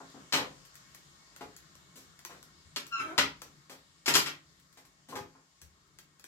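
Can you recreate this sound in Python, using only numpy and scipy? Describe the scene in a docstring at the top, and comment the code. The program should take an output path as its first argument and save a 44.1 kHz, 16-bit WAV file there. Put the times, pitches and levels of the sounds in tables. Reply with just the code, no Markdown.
"""Logs knock dully in a wood stove over the hiss of its fire, and a loose iron part clanks.
Each impact excites damped modes of the iron or the hollow firebox. Gas pockets pop in the wood,
the flue draws with a low murmur and a kettle sings faintly. Midway the door hinge squeals and
groans by stick-slip friction. The small, quiet kitchen answers every blow with its reflections."""
import sys
import numpy as np
from scipy import signal
from scipy.io import wavfile

SR = 44100
rng = np.random.default_rng(int(sys.argv[2]) if len(sys.argv) > 2 else 0)


def generate_wav(sig):
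    """Save sig (samples, or channels by samples) to the path in sys.argv[1] as 16-bit PCM at SR."""
    pcm = np.round(np.clip(np.atleast_2d(sig).T, -1, 1) * 32767).astype(np.int16)
    wavfile.write(sys.argv[1], SR, pcm)


N = 276507
TIME = np.arange(N) / SR
RING_TIME = np.arange(int(.4 * SR)) / SR
EDGES = np.geomspace(28, 17000, 29)   # Hz
CENTRES = np.sqrt(EDGES[1:] * EDGES[:-1])
BANK = [signal.butter(2, band, "band", fs=SR, output="sos") for band in zip(EDGES, EDGES[1:])]

# Reverberation of the kitchen. Each row: frequency in Hz, t60 (time to fall 60 dB) in seconds.
ROOM_T60 = [(60, 0.48), (200, 0.34), (1000, 0.28), (3000, 0.27), (7000, 0.21), (16000, 0.2)]
# The diffuse field. Each row: frequency in Hz, correlation of left and right.
CORRELATION = [(60, 0.72), (130, 0.87), (290, 0.89), (640, 0.47), (1400, -0.22), (3100, -0.076),
               (7000, -0.055), (16000, -0.13)]
# Noise of flue, fire and gas flares. 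Each row: frequency in Hz, relative spectral density in dB.
DRAUGHT_SPECTRUM = [(25, -5), (45, -1.5), (75, 3.5), (105, -12), (150, 9.5), (210, -9), (285, -3),
                    (400, -8.5), (600, -32.5), (1200, -43)]
HISS_SPECTRUM = [(260, -16), (450, -16.5), (620, -7.5), (880, -10), (1120, -1.5), (1500, -4), (1850, -7.5),
                 (2500, -13), (3300, -6), (5000, -6), (7400, -11), (9000, -24), (12000, -21), (16000, -47)]
FLARE_SPECTRUM = [(30, -8), (75, 7), (110, -8), (150, -3.5), (220, -15), (600, -23.5), (1500, -61)]
# Gas catches with a soft, low puff. Each row: start in seconds, level in dB.
FLARES = [(2.05, -60), (2.64, -61), (5.61, -57)]
# The kettle's song. Each row: frequency in Hz, bandwidth in Hz, level in dB against the hiss.
KETTLE_TONES = [(1080, 17, -13.5), (1854, 41, -13), (2200, 10.6, -15), (7170, 580, -8)]
# Tone colour of pops, log thuds, hinge rasp and iron crashes, with the microphone's dip near 9 kHz.
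# Each row: frequency in Hz, relative spectral density in dB.
POP_SPECTRUM = [(50, -32), (300, 0.5), (880, -3), (1200, 4.5), (2000, 2.5), (3000, -2), (7500, 0),
                (9000, -30.5), (12000, -4), (16000, -14)]
THUD_SPECTRUM = [(50, -22.5), (140, -7), (270, -9.5), (450, -2), (620, -6.5), (950, -2.5), (1500, -5.5),
                 (3000, -14.5), (7500, -22), (9300, -34), (12000, -25.5), (16000, -43)]
RASP_SPECTRUM = [(200, -10), (390, -1), (520, -29.5), (750, -17.5), (1150, 7), (1550, 4.5), (2000, -11),
                 (2700, -7), (4000, -15.5), (7500, -22.5), (9000, -23), (16000, -33)]
CRASH_SPECTRUM = [(40, -20.5), (75, -11.5), (120, -6), (200, -0.5), (290, 3), (480, 0.5), (700, 0.5),
                  (1250, 6.5), (2400, 7), (4500, 3), (7500, -3.5), (9000, -25.5), (11500, -2.5),
                  (16000, -44)]
# Burning wood pops. Each row: start in seconds, level in dB, t60 in seconds, top tilt in dB.
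POPS = [(0.651, -55.5, 0.056, 8), (0.743, -59, 0.03, 17), (0.947, -46, 0.025, 10), (1.362, -46, 0.023, 5),
        (1.565, -43, 0.013, 17), (1.753, -47, 0.007, 2), (2.191, -48, 0.019, 2.5),
        (2.250, -32.5, 0.01, -0.5), (2.428, -44, .01, 7), (2.867, -42.5, 0.014, 8),
        (3.418, -39.5, 0.032, -2), (5.616, -51, 0.069, 10), (5.987, -47, 0.032, 3.5),
        (6.196, -51.5, 0.022, 3), (6.241, -43.5, 0.018, 4)]
# Logs hit the firebox. Each row: start in seconds, level in dB, t60 in seconds, bass and top in dB.
KNOCKS = [(0.002, -49, 0.15, -0.5, -26), (0.142, -52.5, 0.35, 12, -22), (0.381, -36.5, 0.18, 1.5, -17),
          (1.408, -42, 0.12, 4.5, 2), (1.956, -53.5, 0.25, 10.5, 25.5), (2.294, -52.5, 0.34, 3, 4),
          (3.695, -49, 0.2, 4.5, 13.5), (4.771, -54.5, 0.11, 2.5, 14.5), (4.850, -60, 0.06, -7, 23),
          (5.086, -51, 0.32, 12, 17.5), (5.122, -44.5, 0.23, 1, -44), (5.154, -37.5, 0.13, 6.5, 6),
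          (5.349, -60.5, 0.14, 2, -12)]
# Modes of the firebox and the iron. Each row: frequency in Hz, relative energy in dB, t60 in seconds.
FIREBOX_MODES = [(269.7, -11.5, 0.24), (400.6, -13, 0.22), (520, -21.5, 0.57), (692.7, -12, 0.19),
                 (835.6, -12, 0.17), (1005, -17, 0.3), (1058, -10.5, 0.04)]
IRON_MODES = [(150, -19.5, 0.42), (275.6, -12, 0.35), (305, -19.5, 0.078), (414, -16.5, 0.17),
              (569, -25, 0.14), (845, -21.5, 0.24), (952, -18, 0.1), (1059, -21.5, 0.16),
              (1192, -19.5, 0.16), (1351, -15.5, 0.17), (1390, -21, 0.18), (1527, -25, 0.12),
              (1844, -19.5, 0.31), (1915, -17.5, 0.12), (2192, -18, 0.37), (2806, -20, 0.36),
              (3146, -19, 0.081), (3290, -20.5, 0.14), (4273, -14.5, 0.046), (5058, -16.5, 0.051),
              (5740, -22.5, 0.16), (7010, -19.5, 0.098), (7160, -23, 0.1)]
# Harmonics of the hinge. Each row: multiple of the fundamental, relative level in dB.
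SQUEAL_PARTIALS = [(1, -5), (2, -12), (3, -24.5), (4, -23.5), (5, -28.5)]
GROAN_PARTIALS = [(1, -1.5), (2, -3.5), (3, -9.5), (4, -13), (5, -23)]
# Loose iron lands. Each row: start in seconds, delay until it seats in seconds, level in dB,
# first touch in dB against that level, t60 of the crash in seconds, bass and top in dB.
CLANKS = [(0.324, 0.012, -26, -2, 0.18, 1, -2.5), (2.761, 0.0069, -35.5, 6, 0.046, 4, 0),
          (3.179, 0.0058, -21.5, 0.5, 0.093, 0, -7.5), (4.059, 0.02, -22.5, -8, 0.12, 0, 3),
          (4.139, 0.013, -19, -4.5, 0.13, -2, 7.5), (4.260, 0.0098, -37, 3.5, 0.1, -3, -2.5)]

# A tilt lists bass, body, bite and top in dB against the midrange.
TOUCH_TILT, SEAT_TILT = (-18, -0.5, 5, 7), (-1.7, 0.035, -0.5, 1)
# A shape lists attack, hold and release in seconds.
FLARE_SHAPE = (0.015, 0.025, 0.21)
SQUEAL_S, SQUEAL_DB, SQUEAL_SHAPE = 2.902, -31, (0.023, 0.084, 0.035)
BREAK_S, BREAK_DB, BREAK_SHAPE = 2.978, -43, (0.023, 0.0049, 0.049)
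GROAN_S, GROAN_DB, GROAN_SHAPE = 2.93, -48, (0.16, 0.058, 0.089)
RUB_DB, RUB_SHAPE = -53, (0.085, 0.12, 0.17)
HISS_DB, DRAUGHT_DB = -59.5 - 1.58 * TIME, -64 - 1.22 * TIME   # the fire slowly dies down


def from_db(db):
    """Amplitude grows tenfold for every 20 dB."""
    return 10 ** (np.asarray(db) / 20)


def unit(x):
    """Normalisation to an energy of 1."""
    return x / np.sqrt(np.sum(x ** 2, axis=-1, keepdims=True) + 1e-30)


def per_band(points):
    """Interpolation of a table over log frequency, at the band centres."""
    hz, value = np.transpose(points)
    return np.interp(np.log(CENTRES), np.log(hz), value)


def band_gains(density_db):
    """Band power is spectral density times bandwidth; the gains give a total power of 1."""
    return unit(from_db(density_db) * np.sqrt(np.diff(EDGES)))


def decay(t60):
    """Exponential damping: 60 dB in t60 seconds."""
    return np.exp(-np.log(1000) * RING_TIME / max(t60, 1e-3))


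def strength(level_db, t60):
    """The energy of a blow grows with its initial level and ring time; this is its square root."""
    return from_db(level_db) * np.linalg.norm(decay(t60))


def drift(per_s):
    """Random modulation: straight lines between Gaussian values of spread 1."""
    knots = np.arange(0, TIME[-1] + 1, 1 / per_s)
    return np.interp(TIME, knots, np.resize(rng.standard_normal(8192), len(knots)))


def envelope(start_s, shape, depth_db=40):
    """Exponential rise and fall about a hold at 1; attack and release each span depth_db."""
    attack_s, hold_s, release_s = shape
    age = TIME - start_s
    below = np.maximum(1 - age / attack_s, (age - attack_s - hold_s) / release_s)
    return from_db(-depth_db * np.clip(below, 0, 5))


def add(track, start_s, sound):
    """Superposition: a sound adds to the track from start_s on."""
    start = max(round(start_s * SR), 0)
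    track[..., start:start + sound.shape[-1]] += sound[..., :N - start]


def spread(pair, correlation):
    """Sum and difference of two independent noises give left and right a chosen correlation."""
    mid = np.sqrt((1 + correlation) / 2) * pair[0]
    side = np.sqrt((1 - correlation) / 2) * pair[1]
    return np.array([mid + side, mid - side])


def colour(hz, bass_db, body_db, bite_db, top_db):
    """The place and force of a blow tilt its spectrum about the midrange; in dB."""
    anchors_hz = [280, 600, 1200, 3500, 11000]
    return np.interp(np.log(hz), np.log(anchors_hz), [bass_db, body_db, 0, bite_db, top_db])


def tilted(bass_db, top_db, body_share, bite_share):
    """A smooth spectral tilt: the body follows the bass and the bite follows the top."""
    return np.array([bass_db, body_share * bass_db, bite_share * top_db, top_db])


def dense_ring(density_db, t60):
    """Modal overlap: countless close resonances decay together like damped noise; energy 1."""
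    bursts = rng.standard_normal((len(BANK), len(RING_TIME))) * decay(t60) + 1e-18
    bands = zip(band_gains(density_db), BANK, bursts)
    return sum(gain * unit(signal.sosfilt(sos, burst)) for gain, sos, burst in bands)


def clear_ring(modes, tilt, scatter_db):
    """Free vibration: separate modes ring as damped sines, excited differently by every blow."""
    hz, db, t60 = np.transpose(modes)
    sines = unit(np.sin(2 * np.pi * hz[:, None] * RING_TIME) * [decay(t) for t in t60])
    shares = from_db(db + colour(hz, *tilt) + scatter_db * rng.standard_normal(len(hz)))
    return (shares * rng.choice([-1, 1], len(hz))) @ sines


def diffuse_noise(spectrum, flicker_db, flicker_per_s):
    """A diffuse field: partly correlated stereo noise whose bands flicker separately; rms about 1."""
    out, white = 0, rng.standard_normal((2, 2, N))
    bands = zip(BANK, band_gains(per_band(spectrum)), per_band(CORRELATION))
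    for k, (sos, gain, correlation) in enumerate(bands):
        band = spread(unit(signal.sosfilt(sos, white[k % 2])), correlation)
        out = out + gain * band * from_db(flicker_db * drift(flicker_per_s))
    return out * np.sqrt(N)


def from_the_left(x, left_db=4.0, shade_db=-2.5, shade_hz=1500, lag_samples=5):
    """Time and level cues: sound from the stove reaches the right side later, weaker and duller."""
    bass = signal.lfilter(*signal.butter(1, shade_hz, fs=SR), x)
    shaded = bass + from_db(shade_db) * (x - bass)
    return np.array([x * from_db(left_db), np.pad(shaded, (lag_samples, 0))[:len(x)]])


def kitchen(x, room_db, build_s=0.00039, wall_s=0.0023, pan_db=.5):
    """Reverberation: reflections, different for every spot, follow the direct sound; treble dies first."""
    swell = 1 - np.exp(-np.maximum(RING_TIME - wall_s, 0) / build_s)
    response = 0
    bands = zip(BANK, np.diff(EDGES), per_band(ROOM_T60), per_band(CORRELATION))
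    for sos, width_hz, t60, correlation in bands:
        tail = signal.sosfilt(sos, rng.standard_normal((2, len(RING_TIME))) * decay(t60) * swell)
        response = response + np.sqrt(2 * width_hz / SR) * spread(unit(tail), correlation)
    reflections = signal.fftconvolve(x[None], response, axes=1)[:, :len(x)]
    return from_the_left(x) + from_db([[room_db + pan_db], [room_db - pan_db]]) * reflections


def kettle(waver_db=0.5, waver_per_s=6):
    """Narrow-band resonance: water near the simmer sings in tones that waver with the heat."""
    out = 0
    for hz, width_hz, db in KETTLE_TONES:
        resonator = signal.iirpeak(hz, hz / width_hz, fs=SR)
        tone = unit(signal.lfilter(*resonator, rng.standard_normal((2, N)))) * np.sqrt(N)
        out = out + tone * from_db(db + waver_db * drift(waver_per_s))
    return out * from_db(HISS_DB)


def fire(pan_db=1.77, surge_db=2.5, surge_per_s=4):
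    """Combustion and flow noise: wood hisses, the flue draws unsteadily and gas flares now and then."""
    draught_gain = from_db(DRAUGHT_DB - surge_db * drift(surge_per_s))
    hiss = from_db(HISS_DB) * diffuse_noise(HISS_SPECTRUM, flicker_db=2.0, flicker_per_s=10)
    draught = draught_gain * diffuse_noise(DRAUGHT_SPECTRUM, flicker_db=1.5, flicker_per_s=9.7)
    puffs = sum(from_db(db) * envelope(start_s, FLARE_SHAPE) for start_s, db in FLARES)
    flares = puffs * diffuse_noise(FLARE_SPECTRUM, flicker_db=1.0, flicker_per_s=8)
    return (hiss + draught + flares) * from_db([[pan_db], [-pan_db]])


def crackles(count=60, per_s=2.0, above_hiss_db=2, spread_db=10, t60=0.03, top_db=9):
    """A Poisson process of faint pops that weaken with the fire; rows as in POPS."""
    gap_draws, level_draws = rng.random((count, 2)).T
    times = np.cumsum(-np.log(1 - gap_draws)) / per_s
    levels = np.interp(times, TIME, HISS_DB) + above_hiss_db + spread_db * (2 * level_draws - 1)
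    return [(start_s, db, t60, top_db) for start_s, db in zip(times, levels) if start_s < TIME[-1]]


def pops(room_db=1.5, snap_db=-3.5, snap_t60=0.0025):
    """Sudden pressure release: a gas pocket bursts with a snap that rattles briefly in the firebox."""
    out = np.zeros(N)
    for start_s, level_db, t60, top_db in POPS + crackles():
        spectrum = per_band(POP_SPECTRUM) + colour(CENTRES, 0, 0, top_db / 2, top_db)
        rattle = dense_ring(spectrum, t60)
        snap = from_db(snap_db) * dense_ring(spectrum, snap_t60)
        add(out, start_s, strength(level_db, t60) * unit(rattle + snap))
    return kitchen(out, room_db)


def knocks(contact_s=0.0012, room_db=3.5, scatter_db=4.0):
    """Soft impact: a log's thud swells over the contact time, and the firebox rings hollow."""
    out = np.zeros((2, N))
    swell = 1 - np.exp(-RING_TIME / contact_s)
    for start_s, level_db, t60, bass_db, top_db in KNOCKS:
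        tilt = tilted(bass_db, top_db, body_share=0.17, bite_share=0.61)
        thud = dense_ring(per_band(THUD_SPECTRUM) + colour(CENTRES, *tilt), t60)
        coupling = from_db(-max(top_db, 0) / 2)   # a glancing, bright touch barely moves the box
        hollow = coupling * clear_ring(FIREBOX_MODES, tilt, scatter_db)
        knock = unit((thud + hollow) * swell)
        add(out, start_s, strength(level_db, t60) * kitchen(knock, room_db))
    return out


def stick_slip(hz, pressure, partials, jitter, flutter_db, flutter_per_s, softening=0.22):
    """Stick-slip oscillation: dry iron slips unevenly in a harmonic tone, duller as pressure eases."""
    phase = 2 * np.pi * np.cumsum(hz * (1 + jitter * drift(flutter_per_s))) / SR
    tone = sum(from_db(db) * pressure ** (softening * (k - 1)) * np.sin(k * phase) for k, db in partials)
    return tone * pressure * from_db(flutter_db * drift(flutter_per_s))


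def hinge(judder_hz=230, judder_depth=0.32, ease_db_per_s=16, room_db=5.5):
    """Dry friction: a thin, juddering squeal breaks into a rasp and a groan as the door slows."""
    squeal_hz = 1405 - 880 * (TIME - SQUEAL_S)
    groan_hz = 254 + 430 * (TIME - GROAN_S)
    easing = from_db(-ease_db_per_s * np.maximum(TIME - SQUEAL_S, 0))
    squeal = stick_slip(squeal_hz, envelope(SQUEAL_S, SQUEAL_SHAPE) * easing, SQUEAL_PARTIALS,
                        jitter=.011, flutter_db=1.6, flutter_per_s=500)
    groan = stick_slip(groan_hz, envelope(GROAN_S, GROAN_SHAPE), GROAN_PARTIALS,
                       jitter=.06, flutter_db=3.0, flutter_per_s=250)
    friction = signal.fftconvolve(rng.standard_normal(N), dense_ring(per_band(RASP_SPECTRUM), t60=0.027))
    rubbing = from_db(RUB_DB) * envelope(SQUEAL_S, RUB_SHAPE)
    breaking = from_db(BREAK_DB) * envelope(BREAK_S, BREAK_SHAPE)
    rasp = friction[:N] * (rubbing + breaking)
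    judder = 1 + judder_depth * np.sin(2 * np.pi * judder_hz * TIME)
    return kitchen((from_db(SQUEAL_DB) * squeal + rasp) * judder + from_db(GROAN_DB) * groan, room_db)


def blows():
    """Double impact: a loose part lands edge first with a thin touch, then seats with a full blow."""
    for start_s, lag_s, level_db, touch_db, t60, bass_db, top_db in CLANKS:
        tilt = tilted(bass_db, top_db, body_share=0.2, bite_share=0.19)
        yield start_s, level_db + touch_db, t60, tilt + TOUCH_TILT
        yield start_s + lag_s, level_db, t60, tilt + SEAT_TILT


def clanks(scatter_db=1.5, room_db=2.5, chatter_db=2.5, chatter_per_s=500, held_ratio=5.6):
    """Hard impact: each blow excites a chattering crash of loose iron plates and their clear modes."""
    out = np.zeros((2, N))
    for start_s, level_db, t60, tilt in blows():
        chatter = from_db(chatter_db * drift(chatter_per_s)[:len(RING_TIME)])
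        crash = unit(chatter * dense_ring(per_band(CRASH_SPECTRUM) + colour(CENTRES, *tilt), t60))
        damping = decay(held_ratio * t60)   # a part held tight rings shorter
        ringing = clear_ring(IRON_MODES, tilt, scatter_db) * damping
        add(out, start_s, strength(level_db, t60) * kitchen(unit(crash + ringing), room_db))
    return out


def scene():
    """Superposition: the pressures of iron, logs, hinge, fire and kettle add in the air."""
    return clanks() + knocks() + hinge() + pops() + fire() + kettle()


def record(dry, low_cut_hz=48, high_cut_hz=16300):
    """Band limiting: the microphone sheds the deep bass, and the top is cut steeply."""
    thinned = signal.sosfilt(signal.butter(2, low_cut_hz, "high", fs=SR, output="sos"), dry)
    return signal.sosfilt(signal.ellip(10, .1, 80, high_cut_hz, fs=SR, output="sos"), thinned)


dry = scene()
out = record(dry)
generate_wav(out)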